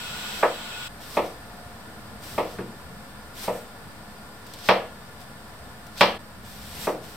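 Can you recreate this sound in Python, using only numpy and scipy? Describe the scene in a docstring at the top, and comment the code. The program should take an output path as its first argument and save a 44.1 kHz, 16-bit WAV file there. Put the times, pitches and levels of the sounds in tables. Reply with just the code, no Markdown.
"""Close by, a gas ring hisses and whistles under a pot while a knife slides wetly through cucumber.
Turbulent gas is shaped noise with narrow humps; bursting cells are noise roughened by dense tiny grains.
Blade landings and one soft low tap strike a board: a pulse, decaying modes, wall echoes and a diffuse tail.
From 2.2 s on, skin snaps in short broad bursts; kitchen hum and a far flame lie under everything.
The scene has three passages, the near flame only in the first; the level dips briefly at each join."""
import sys
import numpy as np
from scipy import signal
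from scipy.fft import rfft, irfft
from scipy.io import wavfile
from scipy.ndimage import uniform_filter1d

SR = 44100
rng = np.random.default_rng(int(sys.argv[2]) if len(sys.argv) > 2 else 0)


def to_wav(s):
    """Save 16-bit WAV."""
    ch = np.atleast_2d(s).T  # columns
    pcm = np.round(np.clip(ch, -1, 1) * 32767)  # PCM
    wavfile.write(sys.argv[1], SR, pcm.astype(np.int16))


N = 315756

# Joins between passages: t/s
JOINS_S = [0.885, 6.185]
FADE_OUT_S, FADE_IN_S = .013, .007

# Gas ring close by, relative density: f/Hz, level per Hz/dB
NEAR_GAS = [(150, -39), (250, -8), (273, -33), (303, -15), (386, -22), (637, -15.5), (1130, -7),
            (1410, -1.5), (1630, -6.5), (3250, -1), (8010, -16), (10200, -15.5), (15700, -18.5)]
# Its whistles: f/Hz, width/Hz, level over the hiss/dB
NEAR_WHISTLES = [(880, 180, 8.5), (1457, 39, 14), (2574, 44, 11.5), (3180, 35, 7), (3450, 63, 7.5),
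                 (3900, 40, 8.5), (7770, 910, 13)]
# Its course: t/s, level/dB
NEAR_LEVEL = [(0.0, -36), (0.302, -34), (0.446, -37.5), (0.718, -37), (0.838, -35)]
# Kitchen air and far flame, relative density: f/Hz, level per Hz/dB
FAR_GAS = [(12, -35), (20, -2.5), (22, -73), (42, -1), (240, -3), (335, -17), (419, -7.5), (994, -8.5),
           (2790, -19), (4740, -20.5), (6630, -24.5), (9260, -19), (10400, -37), (12200, -18.5),
           (15700, -33.5)]
# Their narrow tones: f/Hz, width/Hz, level over the hiss/dB
FAR_WHISTLES = [(170, 5.9, -3), (208, 2.8, 11.5), (315.6, 13.8, 12.5), (710.7, 4.3, 13.5), (1005, 12, 5),
                (1418, 74, 8.5), (1750, 85, 8.5), (3580, 9, 13), (4810, 19, 14.5), (8130, 230, 3),
                (9500, 290, 9), (12200, 500, -7)]
# Their course: t/s, level/dB, extra rumble below the knee/dB
FAR_LEVEL = [(0.0, -42, 2.5), (0.44, -39, -5), (0.9, -42, 0.5), (2.6, -42.5, 2), (4.3, -43, 0.3),
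             (6.1, -43, 1.5), (6.5, -45, 7), (7.16, -43, 1.5)]
RUMBLE_KNEE_HZ = 260
# Left-right correlation of the air sounds: f/Hz, correlation/1
AIR_CORRELATION = [(60, 0.9), (150, 0.92), (380, 0.85), (950, 0.75), (2380, -0.039), (5980, -0.14),
                   (15000, -0.1)]

# Slides of the blade, cutting down or drawing back:
# start t/s, end t/s, start level/dB, end level/dB, low squelch relative to the swish/dB
STROKES = [(0.0, 0.412, -46, -40, -1.5), (1.018, 1.16, -45.5, -39, -3.5), (1.2, 1.267, -47, -45.5, -4),
           (2.239, 2.388, -41.5, -42, -6.5), (2.418, 2.54, -49, -48, -3), (3.375, 3.44, -40, -33.5, -5.5),
           (3.525, 3.575, -43.5, -42.5, -16), (4.47, 4.68, -54, -38, 1.5), (5.207, 5.212, -51, -52, -5),
           (5.984, 6.008, -41.5, -33.5, 2), (6.462, 6.852, -46, -34, -5.5),
           (7.036, 7.164, -47.5, -49, -4.5)]
# Relative density of the wet swish: f/Hz, level per Hz/dB
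SWISH = [(3000, 2), (5000, -2.5), (7000, 0), (9000, 3), (12000, 0.5), (14000, -1), (16000, -9)]
# Relative density of the low squelch: f/Hz, level per Hz/dB
SQUELCH = [(600, -6), (1200, -9), (2200, -4.5), (3500, 4.5), (5000, 3.5), (6500, 2), (9000, -65.5)]
# Left-right correlation of the blade sounds: f/Hz, correlation/1
BLADE_CORRELATION = [(500, 0.98), (3000, 0.22), (7000, 0.27), (15000, 0.17)]
# Swell before the start, decay after the end, exponent of the late rush
BITE_DB_PER_S, DIE_DB_PER_S, SPEEDUP_POWER = 450, 162, 2.56

# Blows on the board: blade landings, and a soft low tap of heel or handle at 2.587 s.
# Levels before the midrange gain: t/s, knock level/dB, contact f/Hz, counter thud level/dB,
# ring level/dB, lowest mode group level/dB, softness/1 (0 bare edge, 1 cushioned by slices),
# gain at MIDRANGE_HZ/dB: a dip or lift near 1.6 kHz, set for each blow
BLOWS = [(0.4287, -17, 680, -25.5, -19.5, -25.5, 1.46, 7.5), (1.17, -10, 600, -26, -21.5, -28, .9, -20),
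         (2.38, -13, 573, -29, -24, -30, 0.84, -18), (2.5870, -27.5, 724, -20, -43, -33, 0.59, 6),
         (3.4782, -23, 474, -22, -27.5, -35, 1.6, -12), (4.6885, -0.6, 1040, -15, -15, -27, 0.37, 0),
         (6.0098, 3.5, 1260, -14.5, -13.5, -26.5, 0.05, -2), (6.8716, -15.5, 520, -28, -27, -27, 1.5, -1.5)]
# Modes of board and worktop, relative within a group: f/Hz, level/dB, T60/s
BOARD = [(315.5, -7, 0.64), (351.5, -1.5, 0.47), (407, 12.5, 0.16), (482.8, 3, 0.38), (525.4, 11, 0.16),
         (572, 10.5, 0.23), (624, 4.5, 0.4), (701, 1, 0.33), (787, 4, 0.095), (833.5, 7.5, 0.077),
         (900, -20, 0.26), (890.5, 8.5, 0.18), (972, 10.5, 0.13), (1015, -20, 0.067), (1139, -0.5, 0.44),
         (1188, -25, 0.43), (1220, -8, 0.12), (1297, -3, 0.18), (1610, -22, 0.13), (1696, -5.5, 0.48),
         (1824, -1.5, 0.25), (1963, -20, .2), (2100, -7, .2), (2360, 4, 0.22), (2540, 2, 0.073),
         (2810, -3, 0.12), (3170, -11, .3), (3180, -6, .28), (3630, -27, 0.16)]
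# Low cabinet modes, relative: f/Hz, level/dB, T60/s
COUNTER = [(125.5, -19.5, 0.37), (189.6, -8.5, 0.37), (227.4, -14.5, 0.53)]
# Near walls: delay t/s, level/dB, pan/dB (added on the left, taken off on the right)
ECHOES = [(.0024, -6, 0), (.0060, -11, 3), (.0072, -5, -2), (0.023, -6.5, -4.5)]
# Diffuse tail of the room, relative: f/Hz, level/dB, T60/s
TAIL = [(255, 12, 0.2), (543, 13, 0.38), (1230, 8, 0.3), (1780, 3, 0.3), (2530, -5, 0.42), (3400, -4, 0.4),
        (5000, -7, 0.18), (6900, -3, 0.23)]
# Left-right correlation of the tail: f/Hz, correlation/1
TAIL_CORRELATION = [(60, 0.96), (180, 0.99), (550, 0.89), (1650, 0.61), (4970, 0.05), (15000, 0.23)]
# Lowest mode group: low f/Hz, high f/Hz
LOWEST_GROUP_HZ = (290, 460)
# Other mode groups: low f/Hz, high f/Hz
GROUP_HZ = [(460, 760), (760, 1300), (1300, 1900), (1900, 2800), (2800, 3650), (4050, 5500)]
# For each of these: level under a bare edge/dB, change per unit softness/dB
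GROUP_DB = [(-3, 3.5), (-1.05, 0.4), (-7, -2.1), (-6, -4.5), (-8, -12), (-11.5, -15.5)]
MIDRANGE_HZ, MIDRANGE_WIDTH_HZ = 1560, 580
MODE_SCATTER_DB = 3   # each blow drives each mode a little differently
CRACK_DB = -23   # the crack, relative to the knock

# Skin snaps: t/s, level/dB
SNAPS = [(2.236, -39), (3.3526, -39), (4.466, -36.5), (4.5367, -30), (4.588, -36), (4.6598, -35),
         (5.2136, -40), (5.866, -38), (5.9767, -30), (6.4503, -42)]
SNAP_LOW_HZ, SNAP_HIGH_HZ, SNAP_T60_S = 2200, 9600, 0.051

# Dips of the microphone housing: f/Hz, width/Hz, depth/dB
MIC_NOTCHES = [(6520, 620, 27), (10310, 1930, 38)]
BALANCE_DB, OFFSET = .5, -0.0026   # left over right; constant added to the waveform
CUTOFF_HZ = 15850


def from_db(db):
    """Decibel law: level to amplitude gain."""
    return 10 ** (np.asarray(db) / 20)


def rms_one(x):
    """Energy normalisation: scale to rms 1."""
    return x / np.sqrt(np.mean(x ** 2) + 1e-20)


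def in_time(rows):
    """Linear interpolation: the columns of a curve at every sample."""
    s, *columns = np.transpose(rows)
    return [np.interp(np.arange(N) / SR, s, column) for column in columns]


def at_hz(points, hz, column=1):
    """Logarithmic frequency scale: interpolate a table column along it."""
    points = np.array(points)
    return np.interp(np.log(np.maximum(hz, 1)), np.log(points[:, 0]), points[:, column])


def band(x, low_hz, high_hz, order=2):
    """Causal band-pass filtering: the response never precedes its cause."""
    sos = signal.butter(order, [low_hz, high_hz], "band", fs=SR, output="sos")
    return signal.sosfilt(sos, x)


def coloured(spectrum, correlation, whistles=(), size=N):
    """Spectral shaping of noise, with narrow humps and mid/side mixing for correlation; rms 1."""
    hz = np.fft.rfftfreq(size, 1 / SR)
    gain = from_db(at_hz(spectrum, hz))
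    for centre_hz, width_hz, db in whistles:
        hump_db = db / (1 + (2 * (hz - centre_hz) / width_hz) ** 2)
        gain = gain * from_db(hump_db)
    alike = np.clip(at_hz(correlation, hz), -.99, .99)
    white = rfft(rng.standard_normal((2, size)))
    mid, side = white * gain * np.sqrt([1 + alike, 1 - alike])
    return rms_one(irfft(np.array([mid + side, mid - side]), size))


def drift(rate):
    """Slow random modulation: points of spread 1, `rate` per second, joined by straight lines."""
    points = rng.standard_normal(400)
    return np.interp(np.arange(N) / SR * rate, np.arange(400), points)


def passage_end(s):
    """Partition of time: the end of the passage that holds the moment s."""
    return min(end for end in JOINS_S + [N / SR] if end > s)


def stove(waver_db=1.7):
    """Turbulent jet noise: the near flame in the first passage, hum and far flame throughout."""
    near_db, = in_time(NEAR_LEVEL)
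    first_passage = np.arange(N) / SR < JOINS_S[0]
    near = first_passage * from_db(near_db) * coloured(NEAR_GAS, AIR_CORRELATION, NEAR_WHISTLES)
    far_db, rumble_db = in_time(FAR_LEVEL)
    far = coloured(FAR_GAS, AIR_CORRELATION, FAR_WHISTLES)
    low = signal.sosfiltfilt(signal.butter(2, RUMBLE_KNEE_HZ, fs=SR, output="sos"), far)
    rumble = from_db(rumble_db + waver_db * drift(9.8)) * low
    return near + from_db(far_db) * (far - low + rumble)


def stroke_db(start_s, end_s, start_db, end_db):
    """Level of sliding contact: quick bite, late rush, then decay; cut off with its passage."""
    t = np.arange(N) / SR
    way = np.clip((t - start_s) / max(end_s - start_s, 1e-3), 0, 1)
    db = start_db + (end_db - start_db) * way ** SPEEDUP_POWER
    db = db - BITE_DB_PER_S * np.maximum(start_s - t, 0)
    db = db - DIE_DB_PER_S * np.maximum(t - end_s, 0)
    return np.where(t < passage_end(start_s), db, -200)


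def slicing(grains_per_s=6000, grain_db=-2.5, grain_share=0.36, flicker_db=-0.2):
    """Granular noise: cells burst along the edge, so dense tiny grains roughen a smooth swish."""
    swish_gain, squelch_gain = 0, 0
    for *slide, squelch_db in STROKES:
        level_db = stroke_db(*slide)
        swish_gain = np.maximum(swish_gain, from_db(level_db))
        squelch_gain = np.maximum(squelch_gain, from_db(level_db + squelch_db))
    born = rng.random(N) < grains_per_s / SR
    grain_gain = from_db(grain_db * rng.exponential(1, N))
    grains = uniform_filter1d(born * grain_gain, size=24)   # each grain lasts 24 samples
    rough = rms_one(1 + grain_share * rms_one(grains)) * from_db(flicker_db * drift(27))
    swish = swish_gain * coloured(SWISH, BLADE_CORRELATION)
    squelch = squelch_gain * coloured(SQUELCH, BLADE_CORRELATION)
    return rough * (swish + squelch)


def ring(force, modes):
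    """Modal superposition: one force rings every mode; groups of four neighbours alternate in sign."""
    out = 0
    for k, (hz, db, t60) in enumerate(modes):
        r, w = from_db(-60 / (t60 * SR)), 2 * np.pi * hz / SR   # pole radius and angle
        mode = signal.lfilter([0, np.sin(w)], [1, -2 * r * np.cos(w), r * r], force + 1e-18)
        out = out + (-1) ** (k // 4) * from_db(db) * mode
    return out


def room_tail(size=15000, build_s=0.00022):
    """Diffuse reverberation: stereo noise that builds up and dies exponentially, band by band."""
    t, out = np.arange(size) / SR, 0
    for hz in 250 * 2 ** np.arange(0, 5.5, .5):   # half-octave steps
        white = coloured([(20, 0), (20000, 0)], TAIL_CORRELATION, size=size)
        noise = band(white, hz / 1.19, hz * 1.19)
        decay_db = -60 * t / at_hz(TAIL, hz, column=2)
        out = out + noise * from_db(at_hz(TAIL, hz) + decay_db)
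    return out * (1 - np.exp(-t / build_s))


def blows(board_db=-43, tail_db=-26, contact_span=3.04, crack_s=0.0029, first_passage_db_per_s=60):
    """Impact excitation: board, counter, walls and room answer; softness weights the mode groups."""
    size = 15000
    t = np.arange(size) / SR
    click = np.eye(1, size)[0]
    knock = np.array([click, click]) + 1e-18
    for s, db, pan_db in ECHOES:   # first echoes, inverted
        knock[:, round(s * SR)] -= from_db(db + pan_db * np.array([1, -1]))
    tail = from_db(tail_db) * room_tail()
    scatter = rng.standard_normal((len(BLOWS), len(BOARD)))
    midrange = signal.iirpeak(MIDRANGE_HZ, MIDRANGE_HZ / MIDRANGE_WIDTH_HZ, SR)
    thud = band(ring(click, COUNTER), 54, 208)   # the heavy cabinet is slow to start
    cracks = coloured(SWISH, BLADE_CORRELATION, size=size) * np.exp(-t / crack_s)
    out = np.zeros((2, N + size))
    for blow, chances in zip(BLOWS, scatter):
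        s, blow_db, contact_hz, thud_db, ring_db, lowest_db, softness, midrange_db = blow
        # a lower contact frequency gives a longer, duller pulse
        top_hz = contact_hz * contact_span
        direct = band(knock, contact_hz / 2, top_hz, order=1)
        direct = band(direct, 130, top_hz, order=3)
        direct = direct / np.max(direct[:, :90])
        sound = from_db(blow_db) * (direct + from_db(CRACK_DB) * cracks)
        sound = sound + from_db(thud_db) * thud

        struck = [(hz, db + MODE_SCATTER_DB * chance, t60)
                  for (hz, db, t60), chance in zip(BOARD, chances)]
        ringing = from_db(board_db) * ring(click, struck) + tail
        group_db = [lowest_db] + [ring_db + bare_db + softness * change_db
                                  for bare_db, change_db in GROUP_DB]
        for db, (low_hz, high_hz) in zip(group_db, [LOWEST_GROUP_HZ] + GROUP_HZ):
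            group = band(ringing, low_hz, high_hz, order=3)
            group = group / np.sqrt(np.mean(group[:, :1300] ** 2))   # rms 1 over the first 30 ms
            sound = sound + from_db(db) * group

        sound = sound + (from_db(midrange_db) - 1) * signal.lfilter(*midrange, sound)
        if s < JOINS_S[0]:   # in the first passage the board's ringing dies away faster
            sound = sound * from_db(-first_passage_db_per_s * t)
        start, stop = round(s * SR), round(passage_end(s) * SR)
        # the ringing ends with its passage
        out[:, start:min(stop, start + size)] += sound[:, :stop - start]
    return out[:, :N]


def snaps():
    """Sudden release of strain: skin gives way under the edge in short broad bursts."""
    size = 2000
    out, t = np.zeros((2, N)), np.arange(size) / SR
    for (s, db), noise in zip(SNAPS, rng.standard_normal((len(SNAPS), 2, size))):
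        shared = noise + noise[0]   # the left noise is heard in both channels
        burst = band(shared, SNAP_LOW_HZ, SNAP_HIGH_HZ, order=1) / 2
        start = round(s * SR)
        out[:, start:start + size] += burst * from_db(db - 60 * t / SNAP_T60_S)
    return out


def scene():
    """Linear superposition of all sources, with a short dip in level at each join."""
    t, fade = np.arange(N) / SR, np.ones(N)
    for join in JOINS_S:
        fade *= np.interp(t, [join - FADE_OUT_S, join, join + FADE_IN_S], [1, .25, 1])
    return fade * (stove() + slicing() + blows() + snaps())


def record(dry):
    """Transducer response: housing notches, balance, hard ceiling, steep top cut, small offset."""
    for hz, width_hz, depth_db in MIC_NOTCHES:
        b, a = signal.iirnotch(hz, hz / width_hz, SR)
        notched = signal.lfilter(b, a, dry)
        dry = dry + (1 - from_db(-depth_db)) * (notched - dry)
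    balance = from_db([[BALANCE_DB / 2], [-BALANCE_DB / 2]])
    wet = np.clip(dry * balance, -1, 1)
    top_cut = signal.ellip(12, .3, 70, CUTOFF_HZ, fs=SR, output="sos")
    return signal.sosfilt(top_cut, wet) + OFFSET


dry = scene()
out = record(dry)
to_wav(out)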